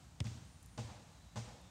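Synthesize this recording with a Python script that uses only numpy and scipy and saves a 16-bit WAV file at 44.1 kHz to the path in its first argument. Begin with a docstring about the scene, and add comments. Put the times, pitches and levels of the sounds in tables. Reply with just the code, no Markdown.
"""Football juggling on a lawn

A dry knock sounds close by, then a ball takes one soft touch and two firm kicks. Each impact slaps
the casing, rings the air inside and leaves a low boom; the surrounding trees reflect the sound.
Behind it lie a faint outdoor hush, small ticks, one thin high whistle and two far wavering tones."""
import sys
import numpy as np
from scipy.fft import rfft, irfft, next_fast_len
from scipy.io import wavfile
from scipy.ndimage import map_coordinates

SR = 44100
rng = np.random.default_rng(int(sys.argv[2]) if len(sys.argv) > 2 else 0)


def master(y):
    """Save y as 16-bit WAV."""
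    cut = np.clip(np.atleast_2d(y).T, -1, 1)
    pcm = np.round(cut * 32767)  # scale
    wavfile.write(sys.argv[1], SR, pcm.astype(np.int16))


N = 74970

# Ball contacts (time [s], boom [dB], ring [dB], slap [dB], slap rise [s], scatter [dB], echo [dB],
# boom return delay [s], return level [dB re boom], after-rumble [dB])
CONTACTS = [(.2418, -38.5, -56, -55, 0.01, -54, -68.5, 0.092, -12, -46),
            (.7762, -40, -43, -50, 0.00048, -54, -56.5, 0.12, -14, -50.5),
            (1.358, -39, -43, -48, 0.00039, -53, -57.5, 0.11, -36, -54)]
# Modes of the casing and its air (frequency [Hz], relative level [dB], t60 [s])
RING_MODES = [(352, -14.5, 0.23), (482, -5, .17), (612.6, -1.5, .11), (717, -8, 0.13), (806, -5, 0.13),
              (843.5, 0, 0.076), (969, -9.5, 0.12), (1052, -4, 0.073), (1169, -3, 0.045),
              (1350, -22, 0.045), (1478, -11.5, .07)]


def amp(db):
    """Amplitude ratio of a level in decibels."""
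    return 10 ** (np.asarray(db) / 20)


def filtered(x, response):
    """Linear filtering: the spectrum of x is multiplied by a frequency response."""
    size = next_fast_len(N + 8192)
    return irfft(rfft(x, size) * response(np.fft.rfftfreq(size, 1 / SR)), size)[:N]


def noise(spectrum):
    """White noise shaped by (frequency [Hz], density [dB]) points and scaled to rms 1."""
    hz, db = np.transpose(spectrum)
    x = filtered(rng.standard_normal(N), lambda f: amp(np.interp(np.log(f + 1), np.log(hz), db)))
    return x / x.std()


def wobble(per_s):
    """Smooth random modulation: a spline through per_s Gaussian knots a second."""
    knots = rng.standard_normal(4096)
    return map_coordinates(knots, [np.arange(N) * per_s / SR], mode="mirror")


def since(start):
    """Seconds elapsed since start, zero before it."""
    return np.maximum(np.arange(N) / SR - start, 0)


def burst(start, rise_s, t60_s, hold_s=0):
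    """Exponential rise and decay; after the hold the decay takes 60 dB every t60_s."""
    attack = 1 - np.exp(-since(start) / rise_s)
    return attack * np.exp(-np.log(1000) * since(start + hold_s) / t60_s)


def ringing(start, modes, rise_s, hold_s=0, drift_rad=0, spread_db=0, spread_cycles=0):
    """Modal superposition: damped sinusoids with optional random level, starting phase and drift."""
    out = np.zeros(N)
    for hz, db, t60 in modes:
        envelope = amp(db + spread_db * rng.standard_normal()) * burst(start, rise_s, t60, hold_s)
        cycles = hz * since(start) + spread_cycles * rng.random()
        out += envelope * np.sin(2 * np.pi * cycles + drift_rad * wobble(70))
    return out


def outdoors():
    """Ambient noise: a distant rumble and the hush of leaves, each slightly amplitude-modulated."""
    # Spectra of the rumble and of the leaves (frequency [Hz], relative density [dB])
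    rumble_spectrum = [(20, -51), (35, -52.5), (55, 3.5), (80, 0.5), (115, -3.5), (160, -5.5), (230, -14.5),
                       (320, -20.5), (600, -47)]
    hush_spectrum = [(150, 11), (420, -1.5), (700, 4.5), (1200, 0.5), (2400, -4.5), (4000, -4.5),
                     (5200, -6), (7000, -3.5), (9000, -8.5), (10000, -17.5), (12500, -19), (15500, -40)]
    # Course of the hush (time [s], level [dB])
    hush_levels = [(0, -64), (0.149, -66), (.6, -66), (1.25, -65.5), (1.7, -65.5)]
    hush_db = np.interp(since(0), *np.transpose(hush_levels))
    rumble = amp(-60 + 0.5 * wobble(12.8)) * noise(rumble_spectrum)
    hush = amp(hush_db + 0.43 * wobble(8)) * noise(hush_spectrum)
    return rumble + hush


def knock():
    """Direct sound of an impact, too close to raise an echo: a click, a sagging thud, body modes."""
    # Spectrum of the click (frequency [Hz], relative density [dB])
    click_spectrum = [(300, 2), (1200, -11), (1900, 2), (2800, 3), (4000, -2.5), (6000, -4), (8000, -5.5),
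                      (10000, -21), (12500, -24), (15500, -49)]
    # Modes of the hollow body (frequency [Hz], level [dB], t60 [s])
    body_modes = [(238, -37.5, 0.067), (330, -45.5, 0.082), (434, -50.5, 0.072), (590, -46, 0.049),
                  (920, -54, 0.019), (1940, -39.5, 0.014)]
    tail_start, click_start, body_start = 0.2012, 0.2033, 0.205
    spike = amp(-38) * burst(click_start, rise_s=0.0005, t60_s=0.0046, hold_s=0.0016)
    tail = amp(-50.5) * burst(tail_start, rise_s=0.0005, t60_s=0.061)
    click = (spike + tail) * noise(click_spectrum)
    start_hz, end_hz, sag_s = 197, 58, 0.011
    t = since(body_start)
    cycles = end_hz * t + (start_hz - end_hz) * sag_s * (1 - np.exp(-t / sag_s))
    thud_envelope = amp(-26) * burst(body_start, rise_s=0.0066, t60_s=0.061, hold_s=0.01)
    thud = thud_envelope * np.sin(2 * np.pi * cycles)
    return click + thud + ringing(body_start, body_modes, rise_s=0.0023)


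def ball():
    """Impact excitation: each contact drives the ball's resonances and radiates a broadband slap."""
    # Spectrum of the slap on the casing (frequency [Hz], relative density [dB])
    slap_spectrum = [(150, 17.5), (400, 8), (900, 8), (1800, 0.5), (3000, 2), (4700, -1), (6500, 1.5),
                     (8800, -8.5), (10000, -18), (15500, -33)]
    out = np.zeros(N)
    for start, boom_db, ring_db, slap_db, rise_s, *_ in CONTACTS:
        out += amp(boom_db) * boom(start)
        out += amp(ring_db) * ringing(start, RING_MODES, rise_s=0.011, hold_s=0.0044,
                                      drift_rad=0.35, spread_db=2, spread_cycles=0.84)
        slap = burst(start, rise_s, t60_s=0.22, hold_s=0.014)
        crack = amp(7) * burst(start, rise_s, t60_s=0.0072)
        grain_db = 2 * wobble(500)
        out += amp(slap_db + grain_db) * (slap + crack) * noise(slap_spectrum)
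    return out


def boom(start):
    """Free vibration of the whole ball in its lowest modes, beginning just after the contact."""
    # Low modes of the ball (frequency [Hz], relative level [dB], t60 [s])
    low_modes = [(115.3, 1.5, 0.27), (219.6, -7, 0.057)]
    return ringing(start + 0.00532, low_modes, rise_s=0.0045, hold_s=0.025, drift_rad=0.2)


def snaps():
    """Band-limited transients: short noise bursts roughen the soft first touch."""
    # Crisp snaps (time [s], level [dB], centre frequency [Hz])
    events = [(.2422, -46, 7040), (.256, -48, 5100), (0.2684, -39, 2800), (0.274, -47.5, 4300)]
    skirt_db = -16
    return sum(amp(db) * burst(start, rise_s=0.00048, t60_s=0.01)
               * noise([(hz / 2, skirt_db), (hz, 0), (hz * 2, 2 * skirt_db)])
               for start, db, hz in events)


def trees():
    """Scattering and reflection: bright scatter comes at once; ring and boom return from the trees."""
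    # Spectra of the scatter, the echo and the boom's after-rumble (frequency [Hz], relative density [dB])
    scatter_spectrum = [(100, 9.5), (400, -0.5), (1500, -4.5), (3500, -3.5), (6500, -3), (8800, -8.5),
                        (10000, -21.5), (15500, -33)]
    echo_spectrum = [(50, -0.5), (110, 2), (220, 2), (380, -9), (500, 0), (880, -0.5), (1150, -8.5),
                     (1800, -11.5), (5000, -17.5), (10000, -48)]
    rumble_spectrum = [(50, -33), (85, 5.5), (115, -0.5), (170, -2), (260, -11), (400, -22), (900, -50)]
    echo_delay_s, swell_s = 0.13, 0.054
    out = np.zeros(N)
    for start, boom_db, _, _, _, scatter_db, echo_db, return_s, return_db, rumble_db in CONTACTS:
        out += amp(scatter_db) * burst(start, rise_s=0.011, t60_s=1) * noise(scatter_spectrum)
        swell = np.exp(np.minimum(since(start) - echo_delay_s, 0) / swell_s)
        envelope = swell * burst(start, rise_s=0.011, t60_s=0.8, hold_s=echo_delay_s)
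        echo = noise(echo_spectrum) + amp(-6.5) * smeared_ring()
        out += amp(echo_db) * envelope * echo
        out += amp(boom_db + return_db) * boom(start + return_s)
        out += amp(rumble_db) * burst(start, rise_s=0.035, t60_s=0.86) * noise(rumble_spectrum)
    return out


def smeared_ring():
    """Many reflections randomise the ring's phase, leaving noise of rms 1 with a peak at each mode."""
    half_width_hz = 17

    def peaks(f):
        return sum(amp(db) * t60 / (1 + ((f - hz) / half_width_hz) ** 2) for hz, db, t60 in RING_MODES)

    x = filtered(rng.standard_normal(N), peaks)
    return x / x.std()


def whistle():
    """A frequency-modulated pure tone: one faint arching note, probably a far bird."""
    # Course of the note (time [s], frequency [Hz], level [dB])
    contour = [(.43, 8790, -95), (0.481, 8900, -73), (0.529, 9100, -72.5), (0.599, 9073, -76),
               (0.655, 9240, -75.5), (.758, 9100, -72.5), (.81, 8800, -79)]
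    times, hz, db = np.transpose(contour)
    t = since(0)
    pitch_hz = np.interp(t, times, hz) + 34.7 * wobble(150)
    envelope = amp(np.interp(t, times, db)) * (t > times[0]) * (t < times[-1])
    return envelope * np.sin(2 * np.pi * np.cumsum(pitch_hz) / SR)


def ticks():
    """Broadband transients: tiny dry ticks nearby, bright and rapidly damped."""
    # Ticks (time [s], level [dB])
    events = [(.4524, -62), (0.628, -54), (0.633, -63), (0.6604, -53), (1.6143, -61)]
    # Spectrum of a tick (frequency [Hz], relative density [dB])
    spectrum = [(1000, -25), (5000, -14.5), (7000, 0), (9200, 0), (11000, -1), (15500, -17)]
    envelope = sum(amp(db) * burst(start, rise_s=0.00014, t60_s=0.012) for start, db in events)
    return envelope * noise(spectrum)


def far_tones():
    """Random frequency modulation broadens two faint tones that swell and fade in the woods."""
    # Far tones (time [s], duration [s], frequency [Hz], level [dB])
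    tones = [(1.03, 0.49, 3920, -74.5), (1.572, 0.19, 3610, -71)]
    out = np.zeros(N)
    for start, duration, hz, db in tones:
        envelope = amp(db) * np.sin(np.pi * np.minimum(since(start) / duration, 1))
        pitch_hz = hz + 110 * wobble(300)
        out += envelope * np.sin(2 * np.pi * np.cumsum(pitch_hz) / SR)
    return out


def scene():
    """Superposition: the pressures of all sources add at one microphone."""
    return (ball() + snaps() + trees() + knock() + ticks() + whistle() + far_tones() + outdoors())[None]


def record(dry):
    """Band limiting: a fifth-order high-pass cuts the deep bass, and nothing passes above top_hz."""
    low_cut_hz, top_hz = 51.4, 15800

    def passband(hz):
        return (hz < top_hz) / np.sqrt(1 + (low_cut_hz / (hz + 1)) ** 10)

    return np.array([filtered(channel, passband) for channel in dry])


dry = scene()
out = record(dry)
master(out)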